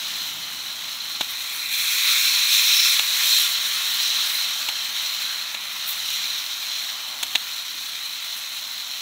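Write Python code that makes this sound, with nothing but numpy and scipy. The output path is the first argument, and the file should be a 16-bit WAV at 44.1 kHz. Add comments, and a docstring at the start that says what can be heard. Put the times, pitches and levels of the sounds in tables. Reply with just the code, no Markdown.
"""Outdoors at a wood fire: strips of marinated meat fry in a steel pan, close up, in mono.
Countless tiny steam bubbles burst; the sizzle swells as a fresh strip is laid down and pressed
with tongs. Fat spits and steam squirts from under the meat. Flames roar softly, the wood pops
against the hearth wall, and a faint engine drones far away."""
import sys
import numpy as np
from scipy import signal
from scipy.fft import rfft, irfft, next_fast_len
from scipy.io import wavfile
from scipy.ndimage import uniform_filter1d

SR = 44100
rng = np.random.default_rng(int(sys.argv[2]) if len(sys.argv) > 2 else 0)


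def int16_out(signal):
    """Quantize to a 16-bit WAV file."""
    q = np.round(np.clip(np.atleast_2d(signal).T, -1, 1) * 32767)
    wavfile.write(sys.argv[1], SR, q.astype(np.int16))


N = 397341
TIME_S = np.arange(N) / SR
BIN_HZ = np.fft.rfftfreq(4096, 1 / SR)


def amp(db):
    """dB to gain."""
    return 10 ** (np.asarray(db) / 20)


def unit_rms(x):
    """Scale to rms 1."""
    return x / np.sqrt(np.mean(x ** 2) + 1e-20)


def curves(rows):
    """Value columns of a time table at every sample."""
    time_s, *columns = np.transpose(rows)
    return [np.interp(TIME_S, time_s, column) for column in columns]


def spectrum_db(points):
    """Join (frequency [Hz], level [dB]) points on a log axis."""
    hz, db = np.transpose(points)
    return np.interp(np.log(BIN_HZ + 1), np.log(hz), db)


def bells_db(rows):
    """Sum of bell-shaped peaks and dips."""
    return sum(db * 2 ** -(2 * (BIN_HZ - hz) / width_hz) ** 2 for hz, width_hz, db in rows)


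def below(edge_hz, order):
    """Low-pass power response."""
    return 1 / (1 + (BIN_HZ / edge_hz) ** (2 * order))


def ring(x, gain_db):
    """Minimum-phase filter: each click rings after its onset."""
    log_gain = np.log(amp(np.maximum(gain_db, -100)))
    mirrored = np.concatenate([log_gain, log_gain[-2:0:-1]])
    response = np.fft.ifft(np.exp(np.conj(signal.hilbert(mirrored)))).real
    return signal.oaconvolve(x, response[:len(BIN_HZ)])[:len(x)]


def unit_peak_db(gain_db):
    """Offset a filter so that its impulse response peaks at 1."""
    response = ring(signal.unit_impulse(len(BIN_HZ)), gain_db)
    return gain_db - 20 * np.log10(abs(response).max())


def wander(corner_hz):
    """Slow random drift, rms 1."""
    size = 2 * next_fast_len(N // 2 + 8192)
    hz = np.fft.rfftfreq(size, 1 / SR)
    return unit_rms(irfft(rfft(rng.standard_normal(size)) / (1 + (hz / corner_hz) ** 2))[:N])


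def add(mix, start_s, sound):
    """Mix a sound in place."""
    part = mix[max(round(start_s * SR), 0):][:len(sound)]
    part += sound[:len(part)]


def blurred_tone(hz, width_hz, count):
    """Noise in a resonance at a steady or moving pitch, rms 1."""
    pole = np.exp(-np.pi * width_hz / SR)
    noise = rng.standard_normal(count + 8192) + 1j * rng.standard_normal(count + 8192)
    blur = signal.lfilter([1], [1, -2 * pole, pole * pole], noise)[-count:]
    carrier = np.exp(2j * np.pi * np.cumsum(hz * np.ones(count)) / SR)
    return unit_rms((blur * carrier).real)


def snap(splinter, decay_s):
    """A sharp click, then a short crumble of smaller ones; near-flat spectrum."""
    t = np.arange(SR // 20) / SR
    fade = np.exp(-t / decay_s)
    phase = np.angle(rfft(rng.standard_normal(len(t)) * fade))
    crumble = irfft(np.exp(1j * phase), len(t)) * np.sqrt(fade)
    return (t == 0) + splinter * crumble / np.linalg.norm(crumble)


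def scatter(x, wet, t60_s):
    """Add quick, dense reflections from pan rim and hearth."""
    t = np.arange(SR // 10) / SR
    tail = rng.standard_normal(len(t)) * np.exp(-np.log(1000) * t / t60_s)
    return x + wet * signal.oaconvolve(x, tail / np.linalg.norm(tail))[:len(x)]


def distant_engine():
    """Low, blurred partials drift in pitch."""
    # engine run: (time [s], pitch [Hz], level [dB])
    run = [(0, 184, -60), (.4, 173.4, -57.5), (1.2, 168.4, -70.5), (3.2, 208, -72), (4.1, 227.5, -62),
           (5.1, 222, -67.5), (6.2, 199.4, -66), (6.8, 197, -83)]
    # partials: (pitch ratio, level [dB])
    partials = [(.76, -7.5), (1, -1.5), (1.5, -11), (2.762, -14)]
    hz, level_db = curves(run)
    tones = (amp(db) * blurred_tone(hz * ratio, width_hz=19, count=N) for ratio, db in partials)
    return amp(level_db) * sum(tones)


def fire():
    """Flames give a low fluttering roar and an airy rush."""
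    # roar colour: (frequency [Hz], level [dB])
    roar_colour = [(20, -22), (40, -21), (70, 1), (130, -3), (225, 3), (310, 2.5), (430, -5), (700, -12.5),
                   (1500, -20), (4000, -49)]
    # roar envelope: (time [s], relative level [dB])
    roar_levels = [(0.0, -55), (2.58, -59.5), (6.75, -61), (7.15, -56.5), (7.65, -61.5), (9.01, -61.5)]
    # rush envelope: (time [s], relative level [dB])
    rush_levels = [(0, -45), (1.6, -46), (2.1, -55), (4.2, -43), (6.5, -46.5), (7.15, -42.5), (7.7, -48.5),
                   (9, -47)]
    rush_colour = [(300, -43), (480, -10), (640, 0), (900, 4), (1400, 4), (3000, -43)]
    roar = unit_rms(ring(rng.standard_normal(N), spectrum_db(roar_colour)))
    rush = unit_rms(ring(rng.standard_normal(N), spectrum_db(rush_colour)))
    roar_db = curves(roar_levels)[0] - 1.1 + 0.65 * wander(10)
    rush_db = curves(rush_levels)[0] - 3.5
    return roar * amp(roar_db) + rush * amp(rush_db)


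def wood_pops():
    """Gas pockets split the wood; the hearth wall returns each crack without its knock and thump."""
    # pops: (time [s], level [dB], knock [dB], thump [dB], treble [dB], echo [dB], crumble/click ratio)
    pops = [(1.2094, -12, 10.5, 15, 0, -0.5, 2.0), (2.9924, -4.5, -8, -2, 0, 4, 0.56),
            (4.6874, -5.5, 5.5, 1, 0.5, -6, 1.3), (5.5457, -14.5, 7, 1, -1, 0, 1.2),
            (7.2296, -11.5, 6, 7, 10.5, 2.5, 1.1), (7.3529, -6, 7.5, 5.5, -2.5, 6.5, 0.92)]
    # pop colour: (frequency [Hz], relative level [dB])
    wood_colour = [(30, -62), (100, -32), (290, -21.5), (470, -23.5), (680, -8), (950, -8), (1250, -10),
                   (2000, -2.5), (3100, 2.5), (4000, 7.5), (4800, -10.5), (6700, -6.5), (9000, -16.5),
                   (14000, -17.5)]
    wall_delay_s = 0.0035
    out = np.zeros(N)
    for time_s, db, knock_db, thump_db, treble_db, echo_db, splinter in pops:
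        colour_db = unit_peak_db(spectrum_db(wood_colour)) + treble_db * (1 - below(6900, order=3))
        body_db = knock_db * below(1560, order=3) + thump_db * below(440, order=2)
        crack = ring(snap(splinter, decay_s=0.0052), colour_db + body_db)
        echo = ring(snap(splinter, decay_s=0.0058), colour_db)
        add(out, time_s, amp(db) * crack)
        add(out, time_s + wall_delay_s, amp(db + echo_db) * echo)
    return scatter(out, wet=0.28, t60_s=0.05)


def steam_squirts():
    """Trapped steam escapes from under the meat in thin, sputtering jets."""
    # jets: (centre [s], half length [s], pitch [Hz], nominal width [Hz], level [dB])
    jets = [(1.31, .035, 13200, 3000, -35.5), (1.553, 0.08, 12550, 3000, -35),
            (1.804, 0.26, 3440, 150, -31.5), (2.59, 0.065, 6950, 250, -32), (2.816, 0.22, 5450, 198.5, -24),
            (3.341, 0.2, 4050, 150, -23.5), (3.351, 0.16, 7400, 300, -31.5),
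            (3.412, 0.087, 13030, 4000, -26.5), (4.329, 0.21, 12800, 4000, -33),
            (5.898, 0.072, 14000, 2800, -27.5), (8.38, .06, 12500, 4000, -39)]
    out = np.zeros(N)
    for centre_s, half_s, hz, nominal_hz, db in jets:
        count = round(2 * half_s * SR)
        jet = np.hanning(count) ** 2 * blurred_tone(hz, 2.3 * nominal_hz, count)
        add(out, centre_s - half_s, amp(db) * jet)
    sputter_db = 2 * wander(150)
    high_pass_db = 10 * np.log10(1 - below(1500, order=2) + 1e-12)
    return ring(out * amp(sputter_db), high_pass_db)


def sizzle_colour_db():
    """Tone shared by bubbles and spits."""
    # broad tone of the sizzle: (frequency [Hz], level [dB])
    broad_tone = [(250, -34), (470, -35), (630, -30.5), (1000, -16.5), (2000, -6), (2800, -7), (3650, -2.5),
                  (4120, 2.5), (4600, -11.5), (5050, -13), (5700, -7.5), (8700, -20), (11000, -20),
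                  (14600, -16.5)]
    # narrow peaks and dips in the sizzle's tone: (frequency [Hz], width [Hz], gain [dB])
    peaks_and_dips = [(630, 100, 8), (925, 24, 5.5), (1140, 185, 4.5), (1236, 55, -6.5), (1387, 230, 3.5),
                      (1513, 53, -4.5), (2290, 72, -2.5), (2640, 25, 3), (2993, 110, 5), (3196, 54, 6),
                      (3710, 26, 4.5), (4080, 500, 0.5)]
    return spectrum_db(broad_tone) + bells_db(peaks_and_dips)


def fat_spits():
    """Large drops of fat burst singly, with lesser ones at random times."""
    # large drops: (time [s], level [dB])
    large = [(3.082, -10), (4.142, -13), (5.931, -12), (6.104, -9), (6.847, -15), (7.267, -14), (8.46, -18)]
    small_per_s, small_db, spread_db = 4, -25, 3
    draws = rng.random((round(small_per_s * N / SR), 2))
    small = [(when * N / SR, small_db + spread_db * (2 * size - 1)) for when, size in draws]
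    out = np.zeros(N)
    for time_s, db in large + small:
        add(out, time_s, amp(db) * snap(splinter=1.3, decay_s=0.0036))
    treble_db = 8 * (1 - below(5000, order=3))  # drops burst clear of the meat, so sound brighter
    return ring(out, unit_peak_db(sizzle_colour_db() + treble_db))


def frying_levels_db():
    """Fat follows the heat, pooled juice evens it out, a wet strip adds bubbles and spray."""
    # frying strength: (time [s], level [dB])
    heat = [(0.0, -30), (0.18, -29.0), (0.34, -32), (0.9, -33), (1.68, -30.5), (1.8, -25.5), (2.08, -20),
            (2.48, -20.5), (2.56, -15), (2.62, -19.5), (2.88, -17.0), (3.04, -24.0), (3.32, -18.5),
            (3.52, -24), (3.68, -25.5), (4.06, -23), (4.92, -29.5), (4.98, -26.5), (5.28, -28.5),
            (5.54, -34), (6.12, -26.0), (6.52, -30.0), (6.76, -28.5), (7.18, -34.0), (7.44, -31.5),
            (9.0, -32.5)]
    # colour drift: (time [s], low bubbling [dB], treble [dB])
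    drift = [(0, 0, -.5), (2.8, -0.56, 0.8), (3.3, 0, 2), (4.1, -1.2, -0.5), (5.5, 2.4, -.5), (6.5, -1, -1),
             (7.4, 1.1, 0.2), (9, -1.2, -0.1)]
    touch_s, flat_s, dried_s = 0.67, 2.03, 2.36  # fresh strip
    slap_s, rise_s, fade_s = 1.69, 0.027, 0.26  # its wet side flashes into spray
    simmer_s = 1.0
    fat_db = curves(heat)[0]
    low_db, treble_db = curves(drift)
    evening_db = uniform_filter1d(fat_db, round(simmer_s * SR), mode="nearest") - fat_db
    wet_db = np.interp(TIME_S, [touch_s, flat_s, dried_s], [0, 3, 0])
    flash_db = np.interp(TIME_S - slap_s, [0, rise_s, rise_s + fade_s], [0, 4, 0])
    marinade_db = fat_db - 8 + 0.55 * evening_db + wet_db + low_db
    spray_db = fat_db - 5.5 + 0.23 * evening_db + wet_db + flash_db + treble_db
    return fat_db, marinade_db, spray_db + 0.5 * wander(7.5)


def bursts(per_s, spread_db):
    """Bubbles burst as random clicks, many small, a few large; rms 1."""
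    size = amp(spread_db * np.minimum(rng.exponential(1, N), 4.5))
    clicks = size * rng.choice([-1, 1], N) * (rng.random(N) < per_s / SR)
    return unit_rms(clicks / np.sqrt(per_s))


def bubble_patches(x, depth_db):
    """Patches of bubbles start and stop, each briefly favouring its own pitch."""
    frames = signal.stft(x, nperseg=512)[2]
    patches = uniform_filter1d(rng.standard_normal(frames.shape), size=3, axis=0)
    patches = unit_rms(uniform_filter1d(patches, size=16, axis=1))
    patchy = signal.istft(frames * amp(depth_db * patches), nperseg=512)[1][:N]
    return np.std(x) * unit_rms(patchy)


def sizzle():
    """Steam bubbles of three sizes burst; harder frying makes more, until they merge into a hiss."""
    # hand and tongs over the pan: (time [s], nearness [0-1])
    hand_path = [(1.1, 0.06), (1.75, 1), (2.9, 0.89), (3.4, 0.2)]
    # their reflection: (frequency [Hz], width [Hz], gain [dB])
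    hand_echo = [(2165, 320, 3), (2457, 390, 8), (3030, 240, -8), (4950, 400, -2), (5470, 100, 4.5)]
    fat_db, marinade_db, spray_db = frying_levels_db()
    crowding = amp(1.1 * (fat_db - np.median(fat_db)))
    nearness = curves(hand_path)[0]
    crackle = bursts(2600 * crowding, spread_db=3.0)  # sharp enough to sound in every band
    surge_db = 0.38 * wander(25)
    low, low_and_mid = below(2990, order=6), below(7570, order=5)
    # large to small: (power response, level [dB], crackle weight, rate at median heat [1/s])
    sizes = [(low, marinade_db, 0.4, 14000),
             (low_and_mid * (1 - low), fat_db, 0.55, 12000),
             (1 - low_and_mid, spray_db, 0.45, 7000)]
    out = np.zeros(N)
    for band, level_db, weight, per_s in sizes:
        clicks = weight * crackle + np.sqrt(1 - weight ** 2) * bursts(per_s * crowding, spread_db=2.5)
        colour_db = sizzle_colour_db() + 10 * np.log10(band + 1e-12)
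        clear = unit_rms(ring(clicks, colour_db))
        covered = unit_rms(ring(clicks, colour_db + bells_db(hand_echo)))
        gain = amp(level_db + surge_db + 0.61 * wander(22))
        out += gain * ((1 - nearness) * clear + nearness * covered)
    return bubble_patches(out, depth_db=1.22)


def scene():
    """Pan, fire and engine, the same in both channels."""
    mono = sizzle() + fat_spits() + steam_squirts() + wood_pops() + fire() + distant_engine()
    return np.array([mono, mono])


def record(dry):
    """Limit peaks to full scale, then low-pass."""
    edge_hz = 15720
    low_pass = signal.firwin(601, edge_hz, window=("kaiser", 9), fs=SR)
    return signal.oaconvolve(np.clip(dry, -1, 1), low_pass[None], "same", axes=1)


dry = scene()
out = record(dry)
int16_out(out)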